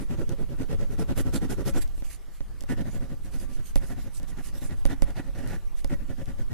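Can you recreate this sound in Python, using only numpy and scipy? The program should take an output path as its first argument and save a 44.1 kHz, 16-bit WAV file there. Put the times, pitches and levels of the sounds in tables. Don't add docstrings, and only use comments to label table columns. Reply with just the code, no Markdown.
import sys
import numpy as np
from scipy import signal
from scipy.fft import rfft, irfft
from scipy.io import wavfile
from scipy.ndimage import uniform_filter1d

SR = 44100
rng = np.random.default_rng(int(sys.argv[2]) if len(sys.argv) > 2 else 0)


def wav_record(signal):
    frames = np.transpose(np.atleast_2d(signal))
    bounded = np.clip(frames, -1, 1)
    quanta = np.round(bounded * 32767).astype(np.int16)
    wavfile.write(sys.argv[1], SR, quanta)


N = 287973
T = np.arange(N) / SR

# first t/s, last t/s, length/s, rasp over thrum/dB, hiss over thrum/dB, [thrum level/dB per stroke]
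STROKE_RUNS = [(.012, .12, .049, -21.3, -24.5, [-34, -30.5]),
               (.207, .92, .051, -20.3, -32, [-34.5, -33, -36, -39.5, -32.5, -28.5, -33, -36.5]),
               (1.008, 1.101, 0.044, -20.5, -23.5, [-28, -28]),
               (1.19, 1.679, .042, -18.9, -13, [-26.2, -30, -26.5, -28.6, -28.8, -31.3, -27.5]),
               (1.765, 1.765, .037, -14.3, -21, [-27.5]),
               (2.713, 3.113, .044, -20.8, -31, [-25, -30, -35, -35.5, -37.5, -38]),
               (3.27, 3.588, .045, -20.3, -28, [-42.5, -36.5, -40, -43, -40.5]),
               (3.832, 4.062, .039, -18.5, -23.5, [-35.3, -34.3, -38.5, -39.7]),
               (4.229, 4.716, .043, -18.3, -27, [-43.5, -41.5, -36, -44.5, -41.5, -37, -36.3]),
               (4.913, 4.913, .043, -17, -34, [-28.5]),
               (5.09, 5.272, .047, -15.7, -32, [-37.5, -30.5, -43]),
               (5.39, 5.528, .068, -17.3, -27, [-36, -35.5, -32]),
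               (5.922, 6.294, .041, -20.3, -33, [-29.7, -44, -36, -36.5, -37]),
               (6.405, 6.518, .037, -22, -31, [-35.3, -35.7])]
# middle t/s, length/s, level/dB
PAPER_SWISHES = [(.93, .031, -55.5), (1.782, .02, -44), (1.823, .02, -42), (1.99, .048, -57.5),
                 (2.062, 0.037, -52), (2.125, 0.054, -48), (2.355, .05, -61), (2.94, .061, -54.5),
                 (3.257, .035, -56), (3.344, .047, -54), (3.414, .058, -53), (3.538, .066, -55.5),
                 (3.677, 0.059, -52), (3.888, .08, -56), (4.02, 0.056, -55), (4.16, 0.046, -49),
                 (4.295, 0.032, -52.5), (4.465, .06, -50), (4.57, .048, -53.5), (4.648, .058, -49),
                 (4.79, .04, -60), (5.49, .022, -54), (5.79, .037, -52.5)]
# t/s, level/dB
SWAY_LEVELS = [(0, -29), (1.25, -26.5), (1.85, -23.5), (2.2, -37.5), (2.55, -35), (2.9, -30), (4.5, -31.5),
               (5.501, -29), (6.53, -30.5)]
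# t/s, tick level/dB, knock level/dB
LANDINGS = [(.293, -26, -46), (1.8773, -35.5, -49), (1.978, -58, -33), (2.022, -48, -28.5),
            (2.4054, -46, -27.5), (2.608, -27, -58), (2.614, -45, -34), (2.6242, -34, -46),
            (2.637, -36, -32.5), (3.7574, -18, -16), (3.785, -33, -49), (4.199, -35.5, -34.5),
            (4.231, -33, -39), (4.8532, -19.7, -15), (5.0215, -20.7, -15.3), (5.4749, -31, -30),
            (5.8453, -24, -22), (5.875, -39, -54), (6.258, -37, -56)]
# f/Hz, t60/s, level at first spot/dB, level at second spot/dB, side/dB
TABLE_MODES = [(81.3, 0.19, -4, -3, -1), (135.2, 0.14, -7.5, -13.5, -1.5), (158, .07, -15, -19, 9),
               (210.2, 0.079, -5.5, -8, 2), (273.5, 0.069, -4.5, -3.5, -3.5), (316, 0.038, -5.5, -13.5, 1),
               (386, 0.033, -5.5, -22, -15.5), (440, 0.042, -7, -19.5, -4.5), (552.9, 0.082, -8, -8, 3.5),
               (718, 0.032, -14, -12.5, -13), (830, 0.043, -20, -21, -4)]
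TIP_MODES = [(760, 0.028, -4.5, -1.5, -6), (967, 0.028, -3.5, -7, -4), (1172, 0.12, -8.5, -9, -8),
             (1340, 0.044, -2.5, -21, -3), (1463, 0.021, 0.5, 1, 1), (1747, 0.02, -8.5, 1, -9),
             (1915, 0.034, -3.5, 1, -5), (2150, 0.013, -21, -6, -4), (2670, 0.011, -9, -9.5, 2)]
# f/Hz, level/dB
THRUM_SPECTRUM = [(20, -20), (45, -5.5), (80, 7), (130, 5.5), (280, -6.5), (400, -16.5), (560, -25),
                  (750, -28.5), (1100, -40.5), (2500, -48), (6000, -51)]
RASP_SPECTRUM = [(200, -14), (600, 0.5), (1100, -7), (1900, -5), (2400, -5.5), (3200, -6.5), (4300, -10),
                 (6000, -10), (10000, -14), (15000, -23.5)]
HISS_SPECTRUM = [(100, 14), (500, -5.5), (1200, -8.5), (2200, -1.5), (4200, -4), (5500, -3), (6500, -0.5),
                 (7600, 0), (10000, -0.5), (12000, -3.5), (15000, -14)]
SWAY_SPECTRUM = [(5, -2.5), (14, 11), (31, -1), (45, 1), (65, -13.5), (120, -32), (250, -64), (800, -61.5)]
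AIR_SPECTRUM = [(20, 3.5), (90, -3.5), (250, -16), (600, -21), (1200, -25.5), (2000, -29.5), (4000, -34.5),
                (10000, -36), (15000, -42)]
TICK_SPECTRUM = [(300, -38), (1500, -8), (3000, 2.5), (5800, 4.5), (9000, 3), (11500, 2), (15000, -9.5)]
RATTLE_SPECTRUM = [(500, -12), (2500, -4.5), (4000, -9), (6000, -12), (8000, -9), (11000, -2.5),
                   (15000, -31)]
# f/Hz, correlation (-1..1)
SOLID_CORRELATION = [(30, -.75), (130, -0.51), (200, -0.3), (300, 0.82), (550, 1), (1000, 0.87),
                     (3000, 0.77)]
AIR_CORRELATION = [(60, -0.19), (300, 0.29), (1000, 0.35), (3000, 0.7), (6500, 0.16), (14000, 0.39)]
# f/Hz, side/dB
HISS_BALANCE = [(300, -13), (2000, -5), (3500, -5.5), (5700, -8.5), (7500, -11.5), (10000, -1),
                (14000, -9.5)]
# f/Hz, t60/s
ROOM_DECAY = [(100, 0.74), (1000, 0.48), (5000, 0.17), (15000, 0.055)]
# start t/s, end t/s
HAND_MOVE_S = (1.73, 2.4)


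def amp(db):
    return 10 ** (np.asarray(db) / 20)


def unit(x):
    return x / np.sqrt(np.mean(x ** 2) + 1e-20)


def read(points, hz):
    knots_hz, values = np.transpose(points)
    return np.interp(np.log(hz + 1), np.log(knots_hz + 1), values)


def pan(side_db):
    gains = amp(np.array([np.atleast_1d(side_db), -np.atleast_1d(side_db)]) / 2)
    return gains / np.sqrt((gains ** 2).mean(0))


def add(mix, start_s, sound):
    part = mix[:, round(start_s * SR):][:, :sound.shape[1]]
    part += sound[:, :part.shape[1]]


def convolve(x, response):
    return signal.fftconvolve(np.atleast_2d(x), np.atleast_2d(response), axes=1)[:, :N]


def colour(spectrum, size=2048):
    log_gain = np.log(amp(read(spectrum, abs(np.fft.fftfreq(size, 1 / SR)))))
    response = np.fft.ifft(np.exp(np.conj(signal.hilbert(log_gain)))).real
    return response / np.linalg.norm(response)


def ports(pair, spectrum, correlation, side_db):
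    hz = np.fft.rfftfreq(N, 1 / SR)
    a, b = rfft(pair)
    same = np.clip(read(correlation, hz), -1, 1)
    mid, side = a * np.sqrt(1 + same), b * np.sqrt(1 - same)
    stereo = np.array([mid + side, mid - side])
    return unit(irfft(stereo * amp(read(spectrum, hz)) * pan(side_db), N))


def fibres(snags_per_s, spread_db, rub_gain):
    snags = (rng.random(N) < snags_per_s / SR) * amp(spread_db * np.minimum(rng.exponential(1, N), 4))
    return unit(snags * rng.standard_normal((2, N))) + rub_gain * rng.standard_normal((2, N))


def flutter(rate_hz, depth_db):
    knots = rng.standard_normal(N)
    return amp(depth_db * np.interp(T * rate_hz, np.arange(N), knots))


def patchy(x, depth_db):
    bins = signal.stft(x, nperseg=512)[2]
    patches = uniform_filter1d(rng.standard_normal(bins.shape[1:]), size=7, axis=0)
    patches = unit(uniform_filter1d(patches, size=10, axis=1))
    return unit(signal.istft(bins * amp(depth_db * patches), nperseg=512)[1][:, :N])


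def swells(middles_s, lengths_s, levels_db, rise, fall):
    t = T[::32]
    power = sum(amp(db) ** 2 * np.exp(-abs(2 * (t - s) / length_s) ** np.where(t < s, rise, fall))
                for s, length_s, db in zip(middles_s, lengths_s, levels_db))
    return np.interp(T, t, np.sqrt(power))


def mode(hz, t60_s, side_db):
    t = T[:SR // 4]
    phase_rad = np.arccos(np.clip(read(SOLID_CORRELATION, hz), -1, 1)) * np.array([[.5], [-.5]])
    return pan(side_db) * np.exp(-np.log(1000) * t / t60_s) * np.sin(2 * np.pi * hz * t + phase_rad)


def ringing(modes, drive, wander_db):
    out = 0
    for hz, t60_s, first_db, second_db, side_db in modes:
        spot_db = np.interp(T, HAND_MOVE_S, [first_db, second_db])
        coupling = amp(spot_db) * flutter(rate_hz=14, depth_db=wander_db)
        ring = mode(hz, t60_s, side_db)
        force = drive(hz) * coupling * rng.standard_normal(N)
        out = out + convolve(force, ring) / np.linalg.norm(ring)
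    return out


def strokes(pull_lag_s=.004, pull_rasp_db=-1.2, pull_hiss_db=-15, shortening_per_db=.015, bite=.1):
    rows = []
    for first_s, last_s, length_s, rasp_db, hiss_db, levels_db in STROKE_RUNS:
        beats_s = np.linspace(first_s, last_s, len(levels_db))
        for k, (beat_s, thrum_db) in enumerate(zip(beats_s, levels_db)):
            pulled, accent_db = k % 2, thrum_db - np.mean(levels_db)
            rows.append((beat_s + pulled * pull_lag_s,
                         length_s * np.exp(-shortening_per_db * accent_db),
                         thrum_db,
                         thrum_db + rasp_db + bite * accent_db + pulled * pull_rasp_db,
                         thrum_db + hiss_db + pulled * pull_hiss_db))
    return np.transpose(rows)


def writing(even_db=16.5, pivot_hz=260, brightening=.91):
    middle_s, length_s, thrum_db, rasp_db, _ = strokes()
    grip = flutter(rate_hz=220, depth_db=1.62)

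    def force(hz):
        tilt_db = brightening * np.log(hz / pivot_hz) * (rasp_db - thrum_db + even_db)
        return swells(middle_s, length_s, thrum_db + tilt_db, rise=4.3, fall=3.4) * grip

    coarse = fibres(snags_per_s=900, spread_db=3, rub_gain=.86)
    thrum = force(hz=113) * ports(coarse, THRUM_SPECTRUM, SOLID_CORRELATION, side_db=1)
    speed = swells(middle_s, length_s, rasp_db, rise=2.6, fall=3) * grip
    fine = fibres(snags_per_s=2200, spread_db=2.5, rub_gain=1)
    rasp = speed * patchy(ports(fine, RASP_SPECTRUM, AIR_CORRELATION, side_db=-4), depth_db=2.5)
    table = ringing(TABLE_MODES, force, wander_db=3.5)
    tip = ringing(TIP_MODES, lambda hz: speed, wander_db=2)
    return amp(-2) * thrum + amp(-4) * table + amp(-1) * rasp + amp(-2.4) * tip


def paper_hiss(lag_s=.004, stroke_share=.88):
    middle_s, length_s, _, _, hiss_db = strokes()
    swishes = swells(*np.transpose(PAPER_SWISHES), rise=2.6, fall=2.9)
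    runs = swells(middle_s + lag_s, stroke_share * length_s, hiss_db, rise=2.3, fall=2.8)
    side_db = read(HISS_BALANCE, np.fft.rfftfreq(N, 1 / SR))
    grain = fibres(snags_per_s=7000, spread_db=0, rub_gain=1.25)
    hiss = patchy(ports(grain, HISS_SPECTRUM, AIR_CORRELATION, side_db), depth_db=3.5)
    return amp(3) * hiss * np.hypot(swishes, runs) * flutter(rate_hz=180, depth_db=2)


def table_sway():
    times_s, levels_db = np.transpose(SWAY_LEVELS)
    rumble = ports(rng.standard_normal((2, N)), SWAY_SPECTRUM, SOLID_CORRELATION, side_db=-2.5)
    return amp(np.interp(T, times_s, levels_db)) * rumble


def air_and_whine(whine_hz=1172, whine_db=-73):
    noise = ports(rng.standard_normal((2, N)), AIR_SPECTRUM, AIR_CORRELATION, side_db=-1.5)
    air = amp(-47) * patchy(noise, depth_db=2.5)
    whine_gain = amp(whine_db) * flutter(rate_hz=12, depth_db=4)
    drift_rad = 4 * flutter(rate_hz=12, depth_db=.5)
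    return air + whine_gain * np.sin(2 * np.pi * whine_hz * T + drift_rad)


def reflections(x, earliest_s=.001, spread_s=.014, count=10):
    delays_s = earliest_s + spread_s * rng.random(count)
    gains = rng.standard_normal(count)
    echoes = np.zeros(SR // 10)
    echoes[(delays_s * SR).astype(int)] = gains / np.linalg.norm(gains)
    return convolve(x, signal.lfilter([.5, -.5], [1, -.6], echoes))


def room(x):
    hz, t, bins = signal.stft(rng.standard_normal((2, SR // 2)), SR, nperseg=256)
    decay = np.exp(-np.log(1000) * t / read(ROOM_DECAY, hz)[:, None])
    tail = signal.istft(bins * decay, SR, nperseg=256)[1]
    return convolve(x, tail / np.linalg.norm(tail[0]))


def ticks(bounce_s=.0094, second_bounce_db=-4):
    out, t = np.zeros((2, N)), T[:SR // 4]
    barrel_buzz = np.exp(-t / .0015) + .12 * np.exp(-t / .0083)
    for start_s, tick_db, knock_db in LANDINGS:
        rattle_db = tick_db + np.interp(knock_db, [-21, -16], [-25, -4])
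        hits = [(TICK_SPECTRUM, 1.1, tick_db), (RATTLE_SPECTRUM, .8, rattle_db),
                (RATTLE_SPECTRUM, .8, rattle_db + second_bounce_db)]
        for k, (spectrum, impulse, level_db) in enumerate(hits):
            crack = .17 * rng.standard_normal((2, len(t))) * barrel_buzz
            crack[:, 0] += impulse
            click = convolve(crack, colour(spectrum))
            add(out, start_s + k * bounce_s, amp(level_db + 1.5) * pan(side_db=-1.7) * click)
    return out


def knocks(lag_s=.001323, dip_hz=37, dip_decay_s=.024, push_s=.0032, t60_scale=.83, padded_hz=200):
    out, t = np.zeros((2, N)), T[:SR // 4]
    rings = [(hz, amp(db - 6.5) * (hz / 250) ** .2 * mode(hz, t60_scale * t60_s, side_db))
             for hz, t60_s, _, db, side_db in TABLE_MODES]
    tip = amp(-27) * sum(amp(db) * mode(hz, t60_s, side_db) for hz, t60_s, _, db, side_db in TIP_MODES)
    swing = np.sin(2 * np.pi * dip_hz * t) * np.exp(-t / dip_decay_s)
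    push = .52 * t / push_s * np.exp(-(t / push_s) ** 2)
    dip = amp(2) * (swing + push) * np.array([[.9], [-2.4]])
    for start_s, tick_db, knock_db in LANDINGS:
        dull_db_per_oct = .2 * max(knock_db - tick_db - 4, 0)
        table = sum(amp(-dull_db_per_oct * max(np.log2(hz / padded_hz), 0)) * ring for hz, ring in rings)
        add(out, start_s + lag_s, amp(knock_db) * (dip - table - tip))
    return out


def scene():
    friction = writing() + paper_hiss()
    near = friction + amp(-4.5) * reflections(friction) + ticks() + knocks()
    return near + amp(-20) * room(near) + table_sway() + air_and_whine()


def record(dry, cutoff_hz=15120):
    lowpass = signal.firwin(511, cutoff_hz, window=("kaiser", 9), fs=SR)
    return signal.oaconvolve(dry, lowpass[None], "same")


dry = scene()
out = record(dry)
wav_record(out)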